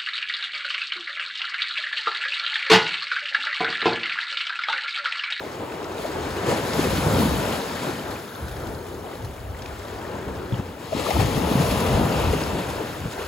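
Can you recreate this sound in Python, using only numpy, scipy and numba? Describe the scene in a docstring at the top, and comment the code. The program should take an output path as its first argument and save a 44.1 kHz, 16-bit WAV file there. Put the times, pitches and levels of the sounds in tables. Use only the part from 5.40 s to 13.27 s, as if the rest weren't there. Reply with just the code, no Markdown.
"""Small waves break and run up the sand below a sea wall, a few metres from a hand-held phone in a breeze.
Thump, wash, foam and spray are each a dense noise roar with single ringing bubbles standing out of it.
Slaps lift these layers briefly; trapped air glugs and slams as swelling sine rings, drops tick as noise.
Wind rumbles on the phone's two microphone ports over a faint treble microphone hiss, both banded noise."""
import sys
import numpy as np
from scipy import signal
from scipy.fft import rfft, irfft, next_fast_len
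from scipy.io import wavfile
from scipy.ndimage import uniform_filter1d
from numba import njit

SR = 44100
rng = np.random.default_rng(int(sys.argv[2]) if len(sys.argv) > 2 else 0)


def store_pcm(level_fs):
    """Save levels as 16-bit WAV."""
    pcm = np.round(np.clip(level_fs, -1, 1) * 32767).astype(np.int16)
    wavfile.write(sys.argv[1], SR, np.atleast_2d(pcm).T)


N = 347067  # samples, about 7.9 s


def undb(db):
    """Decibels to amplitude gain."""
    return 10 ** (np.asarray(db) / 20)


def unit(x):
    """Scale to rms 1."""
    return x / np.sqrt(np.mean(x ** 2))


def colour_db(table, hz):
    """Read a spectrum on a log-frequency axis."""
    freq_hz, level_db = np.transpose(table)
    return np.interp(np.log(hz), np.log(freq_hz), level_db)


def curves(table):
    """Interpolate each column after start_s to one value a sample."""
    start_s, *columns = np.transpose(table)
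    return [np.interp(np.arange(N) / SR, start_s, column) for column in columns]


def walk(rate_hz):
    """Random levels, each held for 1 / rate_hz, smoothed twice and scaled to rms 1."""
    hold = int(SR / rate_hz)
    steps = np.repeat(rng.standard_normal(N // hold + 1), hold)
    smooth = uniform_filter1d(uniform_filter1d(steps, hold), hold)
    return unit(smooth[:N])


@njit
def ring(start, hz, cycles, size, turn, glide, n, sr):
    """Bubbles that swell for some cycles, then die away while their pitch rises; two directions, unlike phase."""
    out = np.zeros((2, n))
    for e in range(len(start)):
        tau = cycles[e] * sr / hz[e]  # samples to the loudest point
        step, phase = 2 * np.pi * hz[e] / sr, 0.
        for i in range(min(int(5 * tau), n - start[e])):
            gain = size[e] * (i / tau * np.exp(1 - i / tau)) ** 2
            phase += step * (1 + glide * i / tau)
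            out[0, start[e] + i] += gain * np.sin(phase)
            out[1, start[e] + i] += gain * np.sin(phase + turn[e])
    return out


def bubbles(start_s, peak_db, pitch_hz, cycles, glide):
    """Ring a row of bubbles, each with a random phase between the two directions."""
    turn = 2 * np.pi * rng.random(len(start_s))
    start = (start_s * SR).astype(np.int64)
    return ring(start, 1. * pitch_hz, cycles + 0. * start_s, undb(peak_db), turn, glide, N, 1. * SR)


def roar(table, shared_db, own_db, own_rate_hz):
    """A dense roar: noise in seven bands that swell together and flicker alone."""
    n = next_fast_len(N)
    f = np.maximum(np.fft.rfftfreq(n, 1 / SR), 1)
    noise = rfft(rng.standard_normal((2, n))) * undb(colour_db(table, f))
    low, high = np.log2(table[0][0]), np.log2(table[-1][0])
    out, swell = 0, walk(11)
    for centre in np.linspace(low, high, num=7):
        distance = np.clip((np.log2(f) - centre) * 6 / (high - low), -1, 1)
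        band = np.cos(np.pi / 2 * distance) ** 2
        level_db = shared_db * swell + own_db * walk(own_rate_hz)
        out = out + irfft(noise * band, n)[:, :N] * undb(level_db)
    return unit(out)


def cloud(table, count, cycles, scatter_db):
    """Single bubbles at random times and pitches, some louder than the rest."""
    when, pitch, luck = rng.random((count, 3)).T
    hz = table[0][0] * (table[-1][0] / table[0][0]) ** pitch
    peak_db = colour_db(table, hz) + 20 * np.log10(hz) + scatter_db * luck ** 3
    return unit(bubbles(when * N / SR, peak_db, hz, cycles, 0.025))


# Colour of the falling crest: freq_hz [Hz], level_db [relative dB per Hz]
THUMP_COLOUR = [(40, -22), (80, -8), (120, 1), (190, 1.5), (280, -3), (450, -19.5)]


def crest_thump():
    """The falling crest: a low roar with deep bubbles in it."""
    dense = roar(THUMP_COLOUR, shared_db=0.42, own_db=2.45, own_rate_hz=17)
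    single = cloud(THUMP_COLOUR, count=500, cycles=1.73, scatter_db=10.5)
    return unit(dense + undb(-5.0) * single)


# Colour of the gurgling wash: freq_hz [Hz], level_db [relative dB per Hz]
WASH_COLOUR = [(130, -26), (250, -4.5), (320, -3), (430, -0.5), (650, -4.5), (780, -6.5), (950, -6.5),
               (1120, -12), (1350, -12), (2000, -24.5), (3000, -26)]


def gurgling_wash(trickle):
    """Water running up the sand: a mid roar whose single bubbles follow the trickle gain."""
    dense = roar(WASH_COLOUR, shared_db=1.0, own_db=0.57, own_rate_hz=18)
    single = cloud(WASH_COLOUR, count=2500, cycles=3.3, scatter_db=8.0)
    return unit(dense + trickle * undb(-7.5) * single)


# Colour of the fizzing foam: freq_hz [Hz], level_db [relative dB per Hz]
FOAM_COLOUR = [(900, -7.5), (1500, -5.5), (2300, -8.5), (2800, -9), (3600, -9.5), (4600, -11.5),
               (5800, -17), (8000, -16)]


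def fizzing_foam(trickle, bright_db, burst):
    """Foam of small bubbles: fresh foam holds smaller ones and sounds brighter than old."""
    dense = roar(FOAM_COLOUR, shared_db=0.2, own_db=0.91, own_rate_hz=25)
    single = cloud(FOAM_COLOUR, count=3000, cycles=5.9, scatter_db=12.0)
    foam = dense + trickle * undb(-9.0) * single
    dull = signal.sosfilt(signal.butter(2, 2200, fs=SR, output="sos"), foam)
    tilted = undb(-bright_db) * dull + undb(bright_db) * (foam - dull)
    return unit(burst * tilted)


# Colour of the spray: freq_hz [Hz], level_db [relative dB per Hz]
SPRAY_COLOUR = [(4500, -11), (6500, -4), (8000, -7.5), (10500, 0.5), (13000, -1.5), (15500, -7),
                (20000, -30)]


def hissing_spray(burst):
    """Spray: a treble roar and many short high rings, lifted by the splashes."""
    dense = roar(SPRAY_COLOUR, shared_db=0.49, own_db=0.93, own_rate_hz=30)
    single = cloud(SPRAY_COLOUR, count=12000, cycles=6.4, scatter_db=11.0)
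    return unit(burst * (dense + undb(-5.5) * single))


def splashes(count, rise_db, long_s):
    """Gain that jumps and decays wherever a small splash bursts, across foam and spray at once."""
    when, size = rng.random((count, 2)).T
    kicks = np.zeros(N)
    kicks[(when * N).astype(int)] = size ** 2
    decay = signal.lfilter([1], [1, -np.exp(-1 / (long_s * SR))], kicks)
    return undb(rise_db * decay + 0.21 * walk(14))


# Colour of the microphone hiss: freq_hz [Hz], level_db [relative dB per Hz]
MIC_HISS_COLOUR = [(5000, -15), (9000, -10.5), (20000, -5.5)]


def mic_hiss():
    """Microphone hiss: a faint steady treble noise floor."""
    return undb(-53) * roar(MIC_HISS_COLOUR, shared_db=0.3, own_db=0.3, own_rate_hz=9)


# Narrow bands that wax and wane: from_hz [Hz], to_hz [Hz]
WAXING_BANDS = [(330, 418), (530, 536), (1300, 1760), (2550, 2870)]
# Their levels: start_s [s], then level_db [dB] near 400 Hz, in a very narrow band near 533 Hz,
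# near 1.5 kHz and near 2.75 kHz
WAXING_CURVES = [(0.0, 2.5, 1.5, -2, 0), (1.0, 1, 0, -1, 0.5), (1.7, -2.5, 3, -1, 0),
                 (2.5, -3.5, -1.5, 1, -1), (3.0, -1, -7, 7, -4), (3.5, 6, -4, -0.5, -3),
                 (4.1, -2, -9, 1, 0.5), (4.6, 3, -5, 0, -2), (5.0, 6, 3.5, 2, 2), (5.4, 0.5, 0.5, -2, 1),
                 (5.58, -3, 4, -15, 2), (5.8, -1.5, 0, -6, -1.5), (6.3, -4, 3, -2.5, 3),
                 (6.9, -0.5, -3, -2, 4.5), (7.4, -2, -1.5, 1.5, 2.5), (7.87, 1, 1, 3.5, 1)]


def tint(sound):
    """Lift or lower each narrow band in turn along its curve."""
    for edges_hz, level_db in zip(WAXING_BANDS, curves(WAXING_CURVES)):
        band = signal.lfilter(*signal.butter(1, edges_hz, "bandpass", fs=SR), sound)
        sound = sound + (undb(level_db) - 1) * band
    return sound


# Wind at the microphone ports: start_s [s], level_db [dB]
WIND_LEVELS = [(0.0, -53), (0.58, -42), (0.75, -36), (0.9, -43), (1.3, -37.5), (1.7, -27), (2.25, -43.5),
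               (2.92, -51), (3.03, -35.5), (3.7, -38.5), (3.86, -35), (4.3, -39), (5.2, -37), (5.33, -47),
               (5.7, -46), (5.8, -24.5), (6.0, -29.5), (6.55, -25), (6.85, -30), (7.3, -35), (7.5, -41),
               (7.87, -39)]
# Colour of the wind: freq_hz [Hz], level_db [relative dB per Hz]
WIND_COLOUR = [(22, -40), (40, -4), (60, 6.5), (90, 6.5), (140, -4.5), (250, -19)]


def breeze():
    """Wind on the microphone ports: gusting low noise."""
    wind_db, = curves(WIND_LEVELS)
    return undb(wind_db) * roar(WIND_COLOUR, shared_db=2.85, own_db=0.79, own_rate_hz=15)


# Parts of the crest and small waves slapping down:
# peak_s [s], thump_jump_db [dB], spray_jump_db [dB], length_s [s]
SLAP_JUMPS = [(0.22, 7, -1, 0.042), (0.607, 4, 3, 0.059), (0.77, 5.5, -1.5, 0.039), (1.104, 5.5, 6, 0.061),
              (1.4, 4, 2.5, 0.055), (1.676, 2, -1.5, 0.033), (1.805, 0.5, 1, 0.05),
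              (2.044, 4.5, -0.5, 0.14), (2.458, 5.5, 4, 0.12), (2.724, 3.5, 1.5, 0.099),
              (3.71, 2.5, 1, 0.18), (3.826, 2.5, -1.5, 0.083), (5.139, 7.5, 2.5, 0.037),
              (5.188, 4.5, 4.5, 0.021), (5.58, 2.5, 0.5, 0.034), (5.808, 8, 5, 0.024),
              (6.113, 1.5, 0.1, 0.064), (6.22, 2.5, 2, 0.046), (6.45, 0.5, -2, 0.06),
              (6.605, 1.5, -1.7, 0.067), (7.4, 3, -1, 0.04), (7.658, 4, 1, 0.028), (7.802, 8, 4, 0.03)]
SLAP_RISE = 0.63  # rise time as a share of the length


def slaps():
    """Brief level jumps, quick up and slower down: dB for the low layers and for the high ones."""
    peak_s, low_db, high_db, length_s = np.transpose(SLAP_JUMPS)
    grid = np.arange(0, N + 64, 64)  # coarse steps, filled in below
    late = (grid[:, None] / SR - peak_s) / length_s
    shape = np.exp(-np.where(late < 0, late / SLAP_RISE, late) ** 2)
    return [np.interp(np.arange(N), grid, shape @ jump_db) for jump_db in (low_db, high_db)]


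# Two breakers build, crash and drain away, levels before the slaps and tints:
# start_s [s], thump_db [dB], wash_db [dB], foam_db [dB], spray_db [dB]
BREAKERS = [(0.0, -45, -36.5, -39.5, -57), (0.5, -44.5, -32, -41, -59), (0.62, -50, -33.5, -38, -50.5),
            (1.0, -36, -29.5, -34, -49.5), (1.24, -31, -27.5, -32, -44), (1.29, -31.5, -26.5, -30.5, -41.5),
            (1.82, -22.5, -23, -31.5, -36.5), (2.15, -38, -29.5, -32, -42), (2.6, -37, -33.5, -39.5, -49.5),
            (2.92, -45, -39.5, -46.5, -49.5), (3.25, -39.5, -36.5, -47, -52),
            (3.52, -44.5, -38.5, -49, -54.5), (3.72, -48, -37.5, -45.5, -55.5),
            (3.88, -47, -41, -49.5, -54), (4.14, -50, -40, -47, -60.5), (4.38, -50, -37.5, -42.5, -55),
            (4.75, -38, -34.5, -42, -58), (5.39, -43.5, -40, -46, -60), (5.43, -43, -35.5, -41.5, -55),
            (5.51, -44, -37.5, -40, -51), (5.55, -33, -34.5, -33.5, -48), (5.68, -35.5, -26.5, -30.5, -38),
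            (5.95, -28, -26.5, -34.5, -40), (6.3, -26, -24, -33, -37), (6.7, -26.5, -24.5, -33, -40.5),
            (7.3, -35, -30, -36.5, -46), (7.72, -42, -37, -42, -50.5), (7.87, -57, -35.5, -41.5, -49)]
BRIGHT_PER_DB, EVEN_DB = 0.29, -5.5  # tilt as spray gains on foam; spray minus foam where it is neutral
TRICKLE_PER_DB, TRICKLE_DB = 0.27, -40.5  # bubbles stand out as foam thins; foam level where neutral
SLAP_WASH, SLAP_FOAM = 0.65, 0.88  # wash takes a share of the thump's jump, foam of the spray's


def breakers():
    """Each of the four surf layers follows its curve and jumps at the slaps."""
    thump_db, wash_db, foam_db, spray_db = curves(BREAKERS)
    low_db, high_db = slaps()
    bright_db = BRIGHT_PER_DB * (spray_db - foam_db - EVEN_DB)
    trickle = undb(TRICKLE_PER_DB * (TRICKLE_DB - foam_db))
    burst = splashes(count=160, rise_db=5.0, long_s=0.013)
    surf = undb(thump_db + low_db) * crest_thump()
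    surf = surf + undb(wash_db + SLAP_WASH * low_db) * gurgling_wash(trickle)
    surf = surf + undb(foam_db + SLAP_FOAM * high_db) * fizzing_foam(trickle, bright_db, burst)
    return surf + undb(spray_db + high_db) * hissing_spray(burst)


# Drops ticking on the water: start_s [s], level_db [dB]
DROP_TICKS = [(0.429, -40), (0.444, -37), (1.334, -27), (2.8772, -41), (3.0833, -40), (3.1646, -39),
              (3.27, -41), (4.2208, -35), (4.2597, -37), (4.395, -41), (5.704, -25.5), (6.219, -30)]
DROP_FADE_S = 0.0045


def drops():
    """A drop lands with a sharp crack of band-passed noise that dies away exponentially."""
    t = np.arange(N) / SR
    shape = np.zeros(N)
    for start_s, level_db in DROP_TICKS:
        fade = np.exp(-np.maximum(t - start_s, 0) / DROP_FADE_S)
        shape += undb(level_db) * (t >= start_s) * fade
    band = signal.butter(2, [1300, 5500], "bandpass", fs=SR, output="sos")
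    return shape * unit(signal.sosfilt(band, rng.standard_normal((2, N))))


# Bubbles that stand out, from air pockets under the crest to plinks in the foam:
# start_s [s], peak_db [dB], pitch_hz [Hz]
AIR_POCKETS = [(0.582, -36, 3630), (0.65, -20, 623), (1.097, -21, 110), (1.086, -17, 432),
               (1.103, -19, 528), (1.119, -21, 920), (1.122, -18, 476), (1.448, -20, 453),
               (1.468, -19, 387), (1.522, -24, 577), (1.58, -18.5, 283), (1.794, -13.5, 237),
               (1.851, -18.5, 254), (2.486, -19.5, 365), (2.555, -37, 3000), (2.593, -33, 3100),
               (2.76, -33, 2400), (3.14, -41, 3350), (3.349, -39, 4300), (3.729, -38, 1940),
               (3.753, -40, 4020), (3.835, -29, 105), (3.981, -40, 2240), (4.147, -39, 1900),
               (4.257, -33, 2380), (4.419, -37, 2090), (4.65, -38, 1750), (4.733, -40, 2700),
               (5.121, -17, 120), (5.124, -36, 3300), (5.143, -32.5, 3120), (5.524, -33, 740),
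               (5.529, -18, 612), (5.592, -20, 478), (5.62, -27, 696), (5.65, -25, 563),
               (5.664, -21.5, 1170), (5.687, -19, 600), (5.706, -16, 760), (5.706, -26, 2000),
               (5.735, -24, 1260), (5.745, -19, 83), (5.765, -18.5, 900), (5.766, -16.5, 283),
               (5.784, -21, 243), (5.803, -16, 784), (5.82, -17, 161), (6.932, -17, 427),
               (7.036, -29, 4910), (7.402, -21, 437), (7.777, -27, 694), (7.789, -25, 412)]
GLUG_CYCLES, GLUG_SLOPE = 3.06, 0.396  # cycles to the loudest point at 1 kHz; higher bubbles take more


def glugs(spread=0.16, twin_db=-9.0, scatter=1.32):
    """Each pocket breaks up: four quieter neighbours ring around it, off in pitch, before and after."""
    start_s, peak_db, pitch_hz = np.transpose(AIR_POCKETS)
    cycles = GLUG_CYCLES * (pitch_hz / 1000) ** GLUG_SLOPE
    out = bubbles(start_s, peak_db, pitch_hz, cycles, 0.012)
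    for _ in range(4):
        late, tune = rng.standard_normal((2, len(start_s)))
        twin_s = start_s + scatter * late * cycles / pitch_hz
        twin_hz = pitch_hz * np.exp(spread * tune)
        out = out + bubbles(twin_s, peak_db + twin_db, twin_hz, cycles, 0.0081)
    return out


# The lip of the wave slamming shut on trapped air: start_s [s], peak_db [dB], pitch_hz [Hz]
LIP_SLAMS = [(1.393, -5.5, 290), (1.665, -11.5, 120), (1.735, -13, 170), (1.77, -14, 170),
             (1.941, -13, 266), (5.122, -17, 210), (5.193, -17.5, 119), (5.2, -22, 220), (5.549, -13, 250),
             (5.567, -17, 248), (5.788, -12, 130), (6.114, -12.5, 167), (6.153, -6, 177), (6.58, -11, 133),
             (7.612, -25, 110), (7.654, -16, 131), (7.678, -27, 110)]


def slams():
    """A single dull beat: a low ring that peaks after about half a cycle."""
    start_s, peak_db, pitch_hz = np.transpose(LIP_SLAMS)
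    return bubbles(start_s, peak_db, pitch_hz, 0.49, 0.01)


# The two microphone ports below the treble:
# freq_hz [Hz], likeness [0-1], left_lead [rad], left_minus_right_db [dB]
PORT_PAIR = [(60, 0.97, -0.27, 0.8), (350, 0.93, 0.36, 2.4), (830, 0.73, 0.84, 5), (1180, 0.68, 0.77, 3.5),
             (1950, 0.76, 0.46, 4.5), (2920, 0.72, 0.95, 5.5), (4070, 0.72, 0.46, 4.5),
             (4940, 0.48, 0.39, 2), (5600, 0.2, -.2, 9.5)]
TREBLE_HZ = 5720  # above it both channels carry nearly one signal
TREBLE_LAG_S = 10 / SR
TREBLE_NOISE = 0.3  # share of independent noise in the right channel's treble


def ports(sound):
    """Left hears one direction, right a blend of both; in the treble right is inverted and slightly early."""
    f = np.maximum(np.fft.rfftfreq(N, 1 / SR), 1)
    hz, *columns = np.transpose(PORT_PAIR)
    like, lead, pan_db = (np.interp(np.log(f), np.log(hz), column) for column in columns)
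    like = np.clip(like, 0, 1)
    first, second = rfft(sound)
    fade = np.clip((f - TREBLE_HZ) / 700 + .5, 0, 1) * np.pi / 2  # 700 Hz wide crossfade
    low = like * np.exp(-1j * lead) * first + np.sqrt(1 - like ** 2) * second
    blend = np.sqrt(1 - TREBLE_NOISE ** 2) * first + TREBLE_NOISE * second
    high = -np.exp(2j * np.pi * f * TREBLE_LAG_S) * blend
    pan = undb(pan_db / 2 * np.cos(fade))
    left = first * pan
    right = (np.cos(fade) ** 2 * low + np.sin(fade) * high) / pan
    return irfft(np.array([left, right]), N)


# The sound moves towards the left as the second wave falls: start_s [s], extra_left_minus_right_db [dB]
LEFTWARD_DRIFT = [(0.0, -2), (5.3, -0.9), (5.75, 2), (6.3, -0.3), (7.87, -2.5)]


def drift(both):
    """Shift the balance of the body of the sound, mainly 250 Hz up to the treble, between the ports."""
    drift_db, = curves(LEFTWARD_DRIFT)
    body = signal.lfilter(*signal.butter(1, [250, TREBLE_HZ], "bandpass", fs=SR), both)
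    return both + (undb(np.array([drift_db, -drift_db]) / 2) - 1) * body


def scene():
    """Surf, wind, drops and trapped air in two unrelated directions, heard at the phone's two ports."""
    sound = tint(breakers() + mic_hiss()) + breeze() + drops() + glugs() + slams()
    return drift(ports(sound))


def record(dry):
    """The phone drops the deepest bass and cuts the top."""
    bass_cut = signal.butter(2, 35.2, "highpass", fs=SR, output="sos")
    top_cut = signal.ellip(10, .2, 80, 15750, fs=SR, output="sos")
    return signal.sosfilt(top_cut, signal.sosfilt(bass_cut, dry))


dry = scene()
out = record(dry)
store_pcm(out)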